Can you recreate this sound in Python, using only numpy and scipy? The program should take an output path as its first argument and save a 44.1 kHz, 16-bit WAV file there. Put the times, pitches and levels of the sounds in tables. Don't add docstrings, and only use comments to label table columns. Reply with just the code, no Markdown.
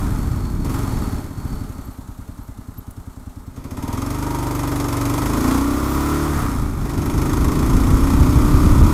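import sys
import numpy as np
from scipy import signal
from scipy.fft import rfft, irfft
from scipy.io import wavfile
from scipy.ndimage import uniform_filter1d

SR = 44100
rng = np.random.default_rng(int(sys.argv[2]) if len(sys.argv) > 2 else 0)


def generate_wav(sig):
    pcm = np.round(np.clip(np.atleast_2d(sig).T, -1, 1) * 32767).astype(np.int16)
    wavfile.write(sys.argv[1], SR, pcm)


N = 393813

# t/s, f/Hz
FIRING_RATE = [(0.0, 26.46), (0.6, 19.25), (0.8, 23.51), (1.4, 13.5), (1.95, 9.82), (2.93, 10.33),
               (3.35, 10.06), (3.5, 8.15), (3.6, 12.95), (4.0, 22.66), (4.19, 25.16), (4.49, 24.31),
               (5.08, 23.4), (5.57, 30.35), (6.17, 37.13), (6.3, 37.09), (6.63, 26.73), (6.87, 23.69),
               (8.13, 30.98), (8.93, 34.96)]
# t/s, throttle/0-1, load/0-1
THROTTLE_AND_LOAD = [(0, 0.05, 0.24), (.61, 0, 0.32), (.65, 0.76, .9), (.74, 0.62, 0.3), (.85, 0.16, 0.42),
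                     (1.5, 0, .13), (1.95, 0, 0), (3.45, 0, 0), (3.6, .95, .12), (4.05, 1, .2),
                     (4.3, .8, .8), (5.05, 1, 0.67), (6.28, 0.68, 0.83), (6.4, 0, 0.5), (6.72, 0.07, 0.7),
                     (7.0, 0.96, 1), (8.93, 1, 0.92)]
# t/s, level/dB
ROAR_LEVEL = [(0, -34.5), (.3, -38.5), (.63, -41), (.67, -36.5), (.77, -33), (1.15, -37), (1.33, -44.5),
              (1.48, -41), (2.06, -48.5), (2.7, -50), (3.52, -50), (3.93, -34.5), (4.3, -32.5),
              (5.4, -27.5), (5.54, -25), (5.66, -29.5), (6.12, -27), (6.32, -29), (6.39, -27), (6.74, -38),
              (6.87, -35), (7.25, -30.5), (8.93, -27.5)]
# f/Hz, width/Hz, level/dB
PIPE_MODES = [(182.6, 11, -8), (251, 13, 0.5), (358.4, 20, -15)]
# multiple of the firing rate, low-rev level/dB, high-rev level/dB
OVERTONE_ACCENTS = [(1, -3, -7), (2, 3, 8), (3, -4, 0), (4, -2, 4), (5, 4, -9), (6, -2, -5), (7, -11, 1),
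                    (8, 2, 6), (9, 5, 7), (10, 3, -6), (11, 0, 5), (12, 3, -7), (13, 1, -2), (14, 3, -1),
                    (17, 2, 2), (18, -6, -2), (19, 1, 6), (20, -8, -2), (21, 4, 0), (24, 3, 0), (28, -2, 7),
                    (35, 4, 3), (36, 3, 4), (38, 7, 5), (41, 3, 3)]
# f/Hz, level/dB
BODY_RESPONSE = [(20, -8), (60, -5), (128, -3), (148, 3), (168, -14), (215, -14), (280, 0), (340, -7),
                 (420, -12), (500, -18), (600, -17), (720, -26), (940, -18), (1250, -17), (1420, -20),
                 (1600, -32)]
# f/Hz, level/dB
ROAR_LOW_REVS = [(250, -27), (430, 0), (464, -9.5), (623, -3), (704, -7), (865, -2), (912, -7), (939, 1.5),
                 (973, -12), (1020, -2), (1140, -6), (1240, -1.5), (1750, -16), (2280, -20), (3850, -120)]
ROAR_HIGH_REVS = [(250, -48), (430, 2), (516, -11.5), (605, -13), (708, -4), (855, -4.5), (928, -5),
                  (1240, 1), (1390, -3), (1670, -13), (1750, -11), (2280, -18), (3850, -120)]
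# f/Hz, level/dB
CLATTER_IDLE = [(970, -25), (1650, -9), (2680, -9), (3230, -8.5), (3980, -7), (4380, -6.5), (4820, -10),
                (7960, -5), (9800, -8), (13800, -8), (15900, -24)]
CLATTER_LOADED = [(970, 13), (1650, -8.5), (2030, 3), (2860, -5.5), (5450, -4), (5930, -4), (6460, -3.5),
                  (12100, -4.5), (15200, -12), (15900, -30)]
VALVE_TICKS = [(.89, .12, 1.01), (.25, .11, .95), (.58, .07, .6)]
# f/Hz, width/Hz, level/dB above the rest
METAL_MODES = [(1870, 36, 11), (2450, 220, 3.5), (3400, 650, 4), (4730, 110, 4), (5400, 290, 4),
               (6450, 250, 5), (7440, 100, 3), (9000, 230, -0.5), (12200, 390, 2.5)]
# centre t/s, length/s, level/dB
COVER_SWELLS = [(3.9, .3, -37), (4.42, 0.84, -32.5), (7.35, .5, -43)]
SIZZLE_PITCHES = [13900, 14800, 15120]
# t/s, level/dB
SIZZLE_LEVEL = [(4.0, -80), (5.6, -60), (5.95, -42), (6.2, -60), (6.5, -68), (7.28, -62), (8.93, -67)]
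# t/s, level/dB, f/Hz
BRAKE_RUB = [(.1, -63, 4400), (.3, -55, 4400), (.6, -57, 4370), (1.07, -52, 4440), (1.32, -64, 4350),
             (1.47, -55, 4470), (1.95, -65, 4450)]
# centre t/s, length/s, level/dB
BRAKE_SQUEALS = [(1.55, .03, -54), (1.61, .04, -56), (1.857, .03, -48), (2.437, 0.023, -53),
                 (2.475, .04, -58), (2.745, .03, -57), (2.788, .03, -39)]
# t/s, level/dB
LEVER_HITS = [(2.909, -36), (.79, -36), (6.39, -32)]
# f/Hz, relative level/dB, t60/s
LEVER_MODES = [(7750, -12, .03), (9740, 10, 0.027), (11650, -8, .025), (14000, -4, .02), (14620, -9, .025)]
# t/s, level/dB
WIND_LEVEL = [(0, -19), (.45, -24), (.62, -21.5), (.8, -28), (1.0, -22.5), (1.33, -36), (1.5, -25),
              (1.95, -43.5), (3.5, -45), (4.3, -50), (5.1, -37), (5.5, -31), (6.2, -32), (6.6, -21),
              (6.75, -24.5), (7.05, -22.5), (7.93, -13.5), (8.6, -13), (8.76, -7), (8.93, -13.5)]
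# f/Hz, level/dB
WIND_RUMBLE = [(4.7, -40), (8.0, -16), (38, 0.5), (104, -4.5), (175, -11.5), (230, -58), (390, -120)]
WIND_FLUTTER = [(160, -3), (175, 3.5), (250, 2), (330, -4.5), (450, -17), (480, -50)]

PIPE_HZ, INTAKE_HZ, COVER_HZ, SQUEAL_HZ = 84, 46, 938, 12780
IDLE_ROAR_DB, STILL_WIND_DB = -50, -48
RIDE_SAMPLES = 9000


def engine(cycles, rate):
    roar_db = curves(ROAR_LEVEL)[0]
    throttle, load = np.clip(curves(THROTTLE_AND_LOAD), 0, 1)
    revs = np.clip((rate - 24) / 10, 0, 1)
    effort_db = roar_db - IDLE_ROAR_DB
    thump_db = -35.5 + 0.54 * effort_db
    pipe_db = -42.5 + 0.79 * effort_db + throttle * (3 + 2.5 * revs)
    clatter_db = -55.5 + 0.95 * effort_db - revs + 2 * throttle
    knock = 9.5 * throttle * (1 - 0.75 * revs)
    valves = 7 - 6.5 * throttle
    growl_low, growl_pipe, growl_roar = growl(cycles, rate, revs)
    blows = cycles + .08 * np.minimum(load / .12, 1)
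    return (gain_of(thump_db) * blend(thump(blows), growl_low, load)
            + gain_of(pipe_db) * blend(pipe(blows), growl_pipe, load)
            + gain_of(roar_db) * case_roar(cycles, growl_roar, throttle, revs, knock, valves)
            + gain_of(clatter_db) * clatter(cycles, throttle, load, revs, knock, valves))


def thump(cycles):
    blow = puffs(clicks(cycles, .005, spread_db=1.2), PIPE_HZ, periods=1.5)
    gulp = puffs(clicks(cycles, .24, spread_db=1.2), INTAKE_HZ, periods=1.07)
    return ride(blow - 0.48 * gulp)


def pipe(cycles):
    blow = clicks(cycles, .005, spread_db=1.2)
    third = puffs(blow, 3 * PIPE_HZ, periods=4.5)
    drive = blow - 0.5 * clicks(cycles, .3, spread_db=2.5)
    ring = sum(gain_of(db) * resonate(drive, hz, width) for hz, width, db in PIPE_MODES)
    return ride(ride(third) + 0.38 * ride(ring))


def growl(cycles, rate, revs):
    step = 8
    cycles, rate, revs = cycles[::step], rate[::step], revs[::step]
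    n = len(cycles)
    bands, knots = np.zeros((3, n)), np.linspace(0, n, 70)
    accents = {k: (slow, fast) for k, slow, fast in OVERTONE_ACCENTS}
    for k in range(1, 56):
        waver, slip = (np.interp(np.arange(n), knots, v) for v in rng.standard_normal((2, len(knots))))
        hz = k * rate
        slow_db, fast_db = accents.get(k, (0, 0))
        phase = 2 * np.pi * (k * (cycles - .1) + min(k / 5, 1) * rng.random()) + (.15 + .015 * k) * slip
        db = level_at(BODY_RESPONSE, hz) + slow_db + revs * (fast_db - slow_db) + (1.2 + .05 * k) * waver
        above_low, above_pipe = np.clip((hz - 150) / 40, 0, 1), np.clip((hz - 430) / 40, 0, 1)
        crossover = np.array([1 - above_low, above_low - above_pipe, above_pipe])
        bands += crossover * gain_of(db) * np.cos(phase)
    return [ride(band[:N]) for band in signal.resample_poly(bands, step, 1, axis=1)]


def case_roar(cycles, overtones, throttle, revs, knock, valves):
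    hiss = blend(noise(ROAR_LOW_REVS), noise(ROAR_HIGH_REVS), revs)
    pitched = throttle * (0.24 + 0.54 * revs)
    return rattle(cycles - 0.05, blend(hiss, overtones, pitched), 0.9 * knock, 0.8 * valves)


def clatter(cycles, throttle, load, revs, knock, valves):
    working = np.maximum(np.sqrt(load), throttle)
    hiss = blend(noise(CLATTER_IDLE), noise(CLATTER_LOADED, METAL_MODES), working)
    bed = rattle(cycles, hiss, 1.35 * knock, valves)
    knock_pings = gain_of(-10.5) * throttle * (1 - revs) * pings(cycles, place=.77)
    valve_pings = gain_of(-15.5) * (1 - throttle) * pings(cycles, place=.91)
    return bed + knock_pings + valve_pings


def rattle(cycles, sound, knock, valves):
    pump_db = knock * burst(cycles, 0.771, decay=0.43)
    pump_db += valves * sum(weight * burst(cycles, place, decay) for place, decay, weight in VALVE_TICKS)
    return ride(sound * gain_of(pump_db + 0.38 * drift(hz=30.5)))


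def pings(cycles, place):
    return ride(sum(gain_of(db) * resonate(clicks(cycles, place, spread_db=5.5), hz, width=99)
                    for hz, _, db in METAL_MODES if hz > 5000))


def cover(cycles):
    strikes = clicks(cycles, .76, spread_db=2.1) + .012 * rng.standard_normal(N)
    return swells(COVER_SWELLS) * ride(resonate(strikes, COVER_HZ, width=60))


def sizzle():
    whistles = sum(noise_band(hz, width=150) * gain_of(5 * drift(hz=25)) for hz in SIZZLE_PITCHES)
    return gain_of(curves(SIZZLE_LEVEL)[0]) * unit_rms(whistles)


def brakes():
    t = np.arange(N) / SR
    rub_db, rub_hz = curves(BRAKE_RUB)
    rub = unit_rms(noise_band(rub_hz, width=210)) * gain_of(rub_db + 1.5 * drift(hz=12))
    rub *= (t > BRAKE_RUB[0][0]) * (t < BRAKE_RUB[-1][0])
    whine = unit_rms(noise_band(SQUEAL_HZ, width=250)) * gain_of(-71 + 6 * drift(hz=15))
    whine *= (t > .9) * (t < 2.5)
    squeal = np.sqrt(2) * np.sin(2 * np.pi * np.cumsum(SQUEAL_HZ + 40 * drift(hz=30)) / SR)
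    return rub + whine + swells(BRAKE_SQUEALS) * squeal


def gear_lever():
    t, hits = np.arange(2000) / SR, np.zeros(N)
    ring = sum(gain_of(db - 60 * t / t60) * np.sin(2 * np.pi * hz * t) for hz, db, t60 in LEVER_MODES)
    tick = 0.57 * np.diff(rng.standard_normal(len(t) + 1)) * np.exp(-t / 0.0036)
    for start, db in LEVER_HITS:
        hits[round(start * SR)] = gain_of(db)
    return signal.oaconvolve(hits, ring / abs(ring).max() + tick)[:N]


def wind():
    gusts, rumble_db = drift(hz=23.5), curves(WIND_LEVEL)[0]
    flutter_db = -52 + 0.83 * (rumble_db - STILL_WIND_DB)
    rumble = ride(noise(WIND_RUMBLE) * gain_of(3.0 * gusts))
    flutter = ride(noise(WIND_FLUTTER) * gain_of(2.5 * gusts))
    return gain_of(rumble_db) * rumble + gain_of(flutter_db) * flutter


def clicks(cycles, place, spread_db):
    count = np.floor(cycles - place)
    return np.diff(count, prepend=count[0]) * gain_of(spread_db * rng.standard_normal(N))


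def puffs(triggers, hz, periods):
    t = np.arange(0, periods / hz, 1 / SR)
    swing = np.sin(2 * np.pi * hz * t) * signal.windows.tukey(len(t), .4)
    return signal.oaconvolve(triggers, swing)[:N]


def burst(cycles, place, decay):
    part, count = np.modf(cycles - place + 1)
    strength = 1 + 0.12 * rng.standard_normal(400)[count.astype(int)]
    return strength * np.exp(-part / decay) * np.minimum(part / 0.04, 1)


def resonate(x, hz, width):
    carrier = np.exp(2j * np.pi * np.cumsum(hz * np.ones(N)) / SR)
    r = np.exp(-np.pi * width / SR)
    return 2 * (carrier * signal.lfilter([(1 - r) ** 2], [1, -2 * r, r * r], x / carrier + 1e-18)).real


def noise_band(hz, width):
    return resonate(rng.standard_normal(N), hz, width)


def noise(spectrum, peaks=()):
    f = np.fft.rfftfreq(N, 1 / SR)
    peaks_db = sum(db / (1 + (2 * (f - hz) / width) ** 2) for hz, width, db in peaks)
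    return unit_rms(irfft(rfft(rng.standard_normal(N)) * gain_of(level_at(spectrum, f) + peaks_db), N))


def drift(hz):
    f = np.fft.rfftfreq(N, 1 / SR)
    return unit_rms(irfft(rfft(rng.standard_normal(N)) / (1 + (f / hz) ** 4), N))


def swells(rows):
    t = np.arange(N) / SR
    return sum(gain_of(db) * np.cos(np.pi * np.clip((t - centre) / length, -.5, .5)) ** 2
               for centre, length, db in rows)


def curves(rows):
    times, *columns = np.transpose(rows)
    return [np.interp(np.arange(N) / SR, times, column) for column in columns]


def level_at(spectrum, hz):
    f, db = np.transpose(spectrum)
    return np.interp(np.log(hz + 1), np.log(f + 1), db, -90, -90)


def blend(a, b, share):
    return np.sqrt(1 - share) * a + np.sqrt(share) * b


def ride(x):
    power = uniform_filter1d(uniform_filter1d(x ** 2, RIDE_SAMPLES), RIDE_SAMPLES)
    return x / np.sqrt(abs(power) + 1e-20)


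def unit_rms(x):
    return x / np.sqrt(np.mean(x ** 2) + 1e-20)


def gain_of(db):
    return 10 ** (np.asarray(db) / 20)


def scene():
    rate = curves(FIRING_RATE)[0]
    cycles = .17 + np.cumsum(rate) / SR
    return (engine(cycles, rate) + wind() + cover(cycles) + sizzle() + brakes() + gear_lever())[None]


def record(dry):
    overloaded = np.clip(dry, -.71, .71)
    low_pass = signal.firwin(1023, 15800, window=("kaiser", 9), fs=SR)
    return signal.oaconvolve(overloaded, low_pass[None], "same")


dry = scene()
out = record(dry)
generate_wav(out)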